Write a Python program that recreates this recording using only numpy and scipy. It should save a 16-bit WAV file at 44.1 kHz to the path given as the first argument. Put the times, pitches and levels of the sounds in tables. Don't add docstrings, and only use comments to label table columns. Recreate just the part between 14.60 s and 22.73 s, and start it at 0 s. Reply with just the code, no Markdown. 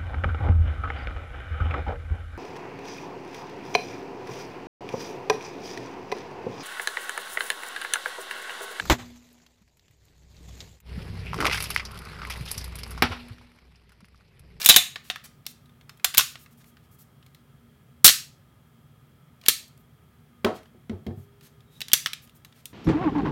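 import sys
import numpy as np
from scipy import signal
from scipy.fft import rfft, irfft
from scipy.io import wavfile

SR = 44100
rng = np.random.default_rng(int(sys.argv[2]) if len(sys.argv) > 2 else 0)


def voltage_ratio(decibels):
    exponent = np.asarray(decibels, float) / 20
    return 10 ** exponent


def unload_wav(signal):
    wavfile.write(
        sys.argv[1],
        SR,
        np.round(np.clip(np.atleast_2d(signal).T, -1, 1) * 32767).astype(np.int16),
    )


N = 358533


def at_hz(points, hz):
    table_hz, values = np.array(points).T
    return np.interp(np.log(hz + 1), np.log(table_hz), values)


def band(x, low_hz, high_hz):
    return signal.sosfilt(signal.butter(2, [low_hz, high_hz], "band", fs=SR, output="sos"), x)


def ring(force, hz, t60):
    decay, turn = voltage_ratio(-60 / (t60 * SR)), 2 * np.pi * hz / SR
    return signal.lfilter([0, np.sin(turn)], [1, -2 * decay * np.cos(turn), decay * decay], force + 1e-18)


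def add(out, piece, s):
    i = round(s * SR)
    out[i:i + len(piece)] += piece[:N - i]


def peak_one(x):
    return x / np.abs(x).max()


def room_tone():
    # pitch in Hz, strength in dB per Hz.
    hush_colour = [(30, -32.5), (45, -13), (130, -5.5), (290, -21), (500, -24.5), (1900, -31.5),
                   (6210, -43.5), (16000, -39.5)]
    # pitch in Hz, width in Hz, level over the hush in dB.
    hum = [(145, 14, 6), (237, 10, 12), (410, 60, 2), (1230, 13, 14), (1320, 34, 8), (1669, 40, 4.5),
           (2110, 40, 2.5), (2345, 5, 6), (3250, 42, 11.5), (3300, 300, 1.5), (12958, 20, 3.5)]
    hz = np.fft.rfftfreq(N, 1 / SR)
    power = 1 + sum(voltage_ratio(db) ** 2 / (1 + (2 * (hz - centre_hz) / width) ** 2) for centre_hz, width, db in hum)
    colour = voltage_ratio(at_hz(hush_colour, hz)) * np.sqrt(power) * (hz > 44)
    hush = irfft(rfft(rng.standard_normal(N)) * colour, N)
    return voltage_ratio(-56) * hush / hush.std()


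def hands():
    # start in seconds, length in seconds, level in dB, tilt in dB per octave.
    rubs = [(0, 0.044, -37, -5), (.43, 0.064, -57, -3.5), (.635, 0.017, -47, -3.5), (.875, 0.036, -52, 1),
            (1.687, 0.04, -56.5, 3), (1.78, 0.061, -57, 1), (1.903, 0.025, -64, 0), (1.969, .02, -62.5, 1),
            (1.997, 0.017, -62.5, -4.5), (2.048, 0.051, -62, 1.5), (2.223, 0.028, -71.5, -4),
            (2.305, .045, -61, 4), (2.379, 0.044, -55.5, 3), (4.82, .06, -59, -9),
            (4.99, 0.05, -62.5, -14.5), (5.185, .025, -65, 10.5), (5.937, 0.025, -60, -5),
            (5.95, .035, -55, -8.5), (6.549, .1, -66.5, 2.5), (6.815, 0.058, -58, -3.5),
            (7.1, 0.094, -65.5, -2.5), (7.614, 0.034, -56.5, 3), (7.744, 0.023, -59, 3),
            (7.94, 0.07, -64, -4.5), (8.055, 0.05, -65, 7)]
    grit, out = rng.standard_normal(N) * voltage_ratio(2.5 * rng.standard_normal(N)), np.zeros(N)
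    for s, length, level_db, tilt_db in rubs:
        i, n = round(max(s, 0) * SR), round(max(length, .01) * SR + 600)
        hz = np.fft.rfftfreq(n, 1 / SR) + 1
        colour = voltage_ratio(tilt_db * np.log2(hz / 7000)) * hz ** 2 / (hz ** 2 + 1800 ** 2)
        colour *= 1 + .9 / (1 + ((hz - 12600) / 900) ** 2)
        stroke = irfft(rfft(grit[i:i + n], n) * colour, n)
        fade = signal.windows.tukey(n, .5 * (s > 0))
        add(out, voltage_ratio(level_db) * stroke / stroke.std() * fade, max(s, 0))
    return out


def heard(pair):
    direct, diffuse = pair
    return np.array([direct, diffuse * direct.std() / diffuse.std()]) / np.abs(direct).max()


def steel(events, chatter_t60, dull_db, gain_db, ring_db, slide_db):
    # pitch in Hz, level in dB, fade time t60 in seconds.
    slide_modes = [(713, -35.5, 0.24), (1474, -13.5, .025), (2775, -25.5, 0.038), (3290, -27.5, 0.033),
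                   (3550, -11.5, 0.11), (3666, -11.5, 0.05), (3835, -12.5, 0.067), (3952, -5.5, .035)]
    length = 3072
    sheen = .48
    grit = rng.standard_normal(N + length) * voltage_ratio(2.22 * rng.standard_normal(N + length))
    strengths = rng.standard_normal(N + length)
    t, out = np.arange(length) / SR, np.zeros((2, N))
    for s, level_db, hz, bright_db in events:
        i = round(s * SR)
        chatter = grit[i:i + length] * np.minimum(t / .0002, 1) * voltage_ratio(-60 * t / max(chatter_t60, .003))
        force = np.array([chatter, t == 0])
        piece = heard(band(force, 2200, 4700))
        piece = piece + voltage_ratio(ring_db) * heard(ring(force, hz, .012)) * [[1], [.4]]
        piece -= voltage_ratio(dull_db) * heard(band(force, 1100, 2000))
        bright = band(force, 6000, 18000) + sheen * band(force, 11000, 14000)
        piece -= voltage_ratio(bright_db + .5) * heard(bright)
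        for k, (mode_hz, db, mode_t60) in enumerate(slide_modes):
            piece += voltage_ratio(slide_db + db + 3 * strengths[i + k]) * heard(ring(force, mode_hz, mode_t60))
        add(out[0], voltage_ratio(level_db + gain_db) * piece[0], s)
        add(out[1], voltage_ratio(level_db + gain_db) * piece[1], s)
    return out


def sears():
    # start in seconds, peak in dB, contact ring in Hz, bright part in dB.
    ticks = [(.0161, -18, 5270, -5), (.0288, -25.5, 4220, 4), (.0442, -23, 5090, 2.5),
             (.0479, -20, 3587, 9.5), (.0715, -20.5, 3220, 0.5), (.0772, -22, 3794, 8.5),
             (.8545, -47, 4500, -14), (.865, -27, 5220, 9.5), (1.5728, -12.5, 5120, 3),
             (2.663, -43, 2220, -4.5), (2.7471, -41, 1990, -2.5), (3.4423, -24.5, 3334, 5),
             (3.5042, -12.5, 4900, -2.5), (4.8138, -43, 3333, -1.5), (4.8375, -38, 2960, -13),
             (4.8567, -35, 2840, -4.5), (4.8616, -19, 3370, -2), (5.08, -57.5, 3410, 17.5),
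             (7.0057, -50, 3633, -6), (7.2054, -24, 3020, 0), (7.2159, -19, 3920, -9.5),
             (7.2831, -28.5, 4700, -0.5), (7.3174, -23.5, 3255, -5.5), (7.6742, -49.5, 3150, 1.5),
             (7.6949, -44.5, 3600, -1), (8.0554, -32, 3740, 9.5)]
    return steel(ticks, chatter_t60=.019, dull_db=-14.5, gain_db=-3.5, ring_db=-5, slide_db=-19.5)


def pings():
    # start in seconds, pitch in Hz, level in dB, fade time t60 in seconds.
    singing_parts = [(.0485, 13880, -26, .028), (.0995, 13880, -16, .036), (.1685, 13880, -11, .035),
                     (.8652, 5400, -19, .003), (.8672, 4600, -23, .004), (.8655, 11200, -38, .015),
                     (7.4603, 1300, -20, .012), (7.4603, 1800, -19, .01), (4.884, 400, -15, .008),
                     (4.886, 3400, -9, .008), (1.5965, 5900, -12, .007), (7.3175, 3180, -24, .012),
                     (5.847, 3320, -26, .012), (.0956, 727, -27, .08), (.1625, 727, -23, .09),
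                     (.1626, 1450, -17, .025), (.3585, 727, -45, .05), (.5005, 727, -33, .06),
                     (1.398, 2500, -52, .07), (1.4455, 420, -34, .015), (1.4465, 727, -29, .05),
                     (1.4466, 1880, -28, .025), (1.5797, 90, -22, .015), (1.597, 1450, -18, .03),
                     (3.4446, 350, -20, .025), (6.2958, 2150, -44, .03), (6.466, 2100, -44, .03),
                     (6.47, 404, -56, 2.4), (7.848, 6200, -46, .01)]
    out = np.zeros(N)
    click = np.eye(1, SR)[0]
    for k, (s, hz, level_db, t60) in enumerate(singing_parts):
        add(out, (-1) ** k * voltage_ratio(level_db) * ring(click, hz, t60), s)
    return out


def slide_rack():
    # start in seconds, peak in dB, contact ring in Hz, bright part in dB.
    contacts = [(.0602, -1.5, 3967, 11.5), (.089, 0, 4982, 16), (.0953, 10.5, 3580, 4),
                (.1004, 6, 3620, -8.5), (.1058, -1, 2775, -8), (.1125, -5, 4020, -8.5),
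                (.125, -7, 3808, -5.5), (.1423, -4, 3430, -10), (.1619, 8.5, 3658, 6.5),
                (.1676, -2.5, 3528, -4), (.1827, -8, 3628, -6)]
    return steel(contacts, chatter_t60=.018, dull_db=-13, gain_db=-7.5, ring_db=-15.5, slide_db=-4)


def levers():
    # start in seconds, peak in dB, contact ring in Hz, bright part in dB.
    clicks = [(.3578, -21.5, 1604, -21), (.4999, -13.5, 3780, -13), (.5098, -29.5, 3730, -4),
              (1.0571, -54, 4000, 2), (1.0939, -52.5, 3730, -7), (1.2108, -44, 3340, -11.5),
              (1.3728, -57, 3270, 11), (1.445, -7.5, 3445, 4.5), (1.5408, -22, 3300, -2),
              (1.5462, -17.5, 2750, 0), (1.5898, -6.5, 3340, -13), (1.608, -11.5, 3760, -7),
              (2.6265, -47.5, 3550, -15.5), (6.4658, -35.5, 3360, -9), (6.8098, -45, 2930, -1),
              (7.4684, -22.5, 3440, -2), (7.8479, -38, 4000, 4), (7.9239, -47.5, 3740, -7.5)]
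    return steel(clicks, chatter_t60=.028, dull_db=-4.5, gain_db=-4.5, ring_db=-6, slide_db=-14)


def taps():
    # start in seconds, peak in dB, contact ring in Hz, bright part in dB.
    touches = [(.4505, -48, 1815, -1), (.5587, -26, 3550, -11), (1.294, -35, 5295, -6.5),
               (1.3968, -43, 2346, -11), (1.444, -23, 2534, -8.5), (1.7553, -30, 1780, -14.5),
               (1.8608, -44.5, 2800, -7.5), (2.0111, -58.5, 1440, -1.5), (2.0424, -51, 3420, 2),
               (2.1691, -46, 2080, -11), (4.8991, -22.5, 3360, 3), (5.1758, -60, 3250, 15.5),
               (5.8464, -15.5, 3400, -6.5), (6.0318, -51.5, 1780, 1.5), (6.0568, -49, 3480, -15),
               (6.2955, -33.5, 2150, -18), (7.2988, -39, 1730, -9.5), (7.3443, -25, 4600, -1)]
    return steel(touches, chatter_t60=.021, dull_db=1, gain_db=-3.5, ring_db=-4.5, slide_db=-19.5)


def slams():
    # start in seconds, peak in dB, contact ring in Hz, bright part in dB.
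    blows = [
        (1.5794, -2, 3670, 13),
        (1.5959, -6, 3290, -1.5),
        (3.4444, 6.5, 4516, 16),
        (3.4528, -1, 3855, 8),
        (3.4572, -5.5, 3613, 10.5),
        (3.4612, -1.5, 3350, 10.5),
        (3.4662, -3.5, 4411, 9.5),
        (3.4778, 0.5, 4230, 5.5),
        (3.4889, -2.5, 4415, -4),
        (3.4952, -3, 2340, -9),
    ]
    return steel(blows, chatter_t60=.023, dull_db=-12.5, gain_db=-4, ring_db=-6, slide_db=-42)


def hammers():
    # start in seconds, peak in dB, contact ring in Hz, bright part in dB.
    falls = [
        (4.8837, -1, 4184, 10),
        (4.893, -9.5, 4380, -0.5),
        (7.3327, -0.5, 5926, 7),
        (7.3376, -8, 3532, -3),
        (7.4601, -10.5, 3520, -9.5),
        (7.5327, -18.5, 3990, -4),
    ]
    return steel(falls, chatter_t60=.018, dull_db=-15, gain_db=-3.5, ring_db=-6.5, slide_db=-31)


def table():
    # start in seconds, peak in dB, centre of the boards struck in Hz,
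    # rattle fade time t60 in seconds, rattle level in dB.
    knocks = [(5.8445, -15, 406, 0.28, -1.5), (5.856, -40, 260, 0.042, -18), (5.884, -29, 412, 0.08, -17.5),
              (5.865, -36, 820, 0.048, 14), (5.903, -31, 686, 0.26, -31), (6.145, -46.5, 306, 0.15, -8),
              (6.296, -25, 225, 0.33, -6.5), (6.329, -29.5, 199.3, .08, -14), (6.465, -24.5, 284, 0.24, -7),
              (6.48, -22, 189, 0.12, -19), (6.509, -32, 366, 0.091, -30), (6.571, -32.5, 166, 0.17, -7)]
    # pitch in Hz, level in dB, fade time t60 in seconds.
    board_modes = [(97.7, 7, 0.23), (142.5, -6, 0.1), (231, -1.5, 0.087), (348.5, -7.5, 0.106),
                   (366.6, -8.5, 0.27), (484, -6, 0.057), (550, -8.5, 0.021), (737, -2.5, 0.087),
                   (915, -9, 0.039), (1110, -21.5, 0.013), (1780, -3, 0.067)]
    spread_db = 2.4
    out, t, grit = np.zeros(N), np.arange(SR // 2) / SR, rng.standard_normal(N)
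    for s, level_db, centre_hz, rattle_t60, rattle_db in knocks:
        i = round(s * SR)
        boards = np.zeros(len(t))
        for k, (hz, db, t60) in enumerate(board_modes):
            octaves_away = abs(np.log2(hz / centre_hz))
            mode_db = db - 14 * octaves_away + spread_db * grit[i - k]
            boards += voltage_ratio(mode_db) * (-1) ** k * ring(t == 0, hz, t60)
        fading_grit = grit[i:i + len(t)] * voltage_ratio(-60 * t / max(rattle_t60, .005))
        rattle = band(fading_grit, centre_hz * 0.55, centre_hz * 1.66)
        add(out, voltage_ratio(level_db) * (peak_one(boards) + voltage_ratio(rattle_db) * peak_one(rattle)), s)
    return out


def spring():
    # time in seconds, level in dB.
    squeak = [
        (7.06, -77),
        (7.13, -71),
        (7.17, -59.5),
        (7.205, -88.5),
        (7.21, -91),
    ]
    tone = ring(rng.standard_normal(N), 3780, .04)
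    level_db = np.interp(np.arange(N) / SR, *np.transpose(squeak), left=-200, right=-200)
    return voltage_ratio(level_db) * tone / tone.std()


def room(x, wet_db, echo_db):
    # pitch in Hz, fade time t60 in seconds.
    fade_times = [(100, .3), (400, 0.14), (1200, .3), (3500, .33), (7000, .3), (10000, 0.26), (12500, 0.27),
                  (15500, .23)]
    # pitch in Hz, level in dB.
    room_colour = [(200, -2.5), (1000, 0.5), (3500, -1.5), (8000, 2), (15000, -8)]
    t, tail = np.arange(SR // 2) / SR, 0
    edges = 60 * 2 ** np.arange(0, 8.3, .5)
    white = rng.standard_normal((2, len(t)))
    for k, (low, high) in enumerate(zip(edges, edges[1:])):
        hz = np.sqrt(low * high)
        fade = voltage_ratio(at_hz(room_colour, hz) - 60 * t / at_hz(fade_times, hz))
        tail = tail + band(white[k % 2], low, high) * fade
    tail = voltage_ratio(wet_db) * tail * np.clip((t - .003) / 0.0058, 0, 1)
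    for s, db in [(.0018, -4), (.0046, 7), (.0093, 0), (.0138, -5.5)]:
        tail[round(s * SR)] += voltage_ratio(echo_db + db)
    return signal.fftconvolve(x, tail)[:N]


def scene():
    direct, diffuse = sears() + slide_rack() + levers() + taps() + slams() + hammers()
    soft, sung = hands() + table() + spring(), pings()
    into_room = 0.56 * diffuse + 0.28 * direct + soft + 0.48 * sung
    echoes = room(into_room, wet_db=-34, echo_db=-14.5)
    return (direct + soft + sung + echoes + room_tone())[None]


def top_cut(x):
    return signal.sosfilt(signal.butter(12, 16130, fs=SR, output="sos"), x)


def record(dry):
    mic = signal.sosfilt(signal.butter(6, 50, "high", fs=SR, output="sos"), dry)
    overload = .95
    return top_cut(np.clip(mic, -overload, overload))


dry = scene()
out = record(dry)
unload_wav(out)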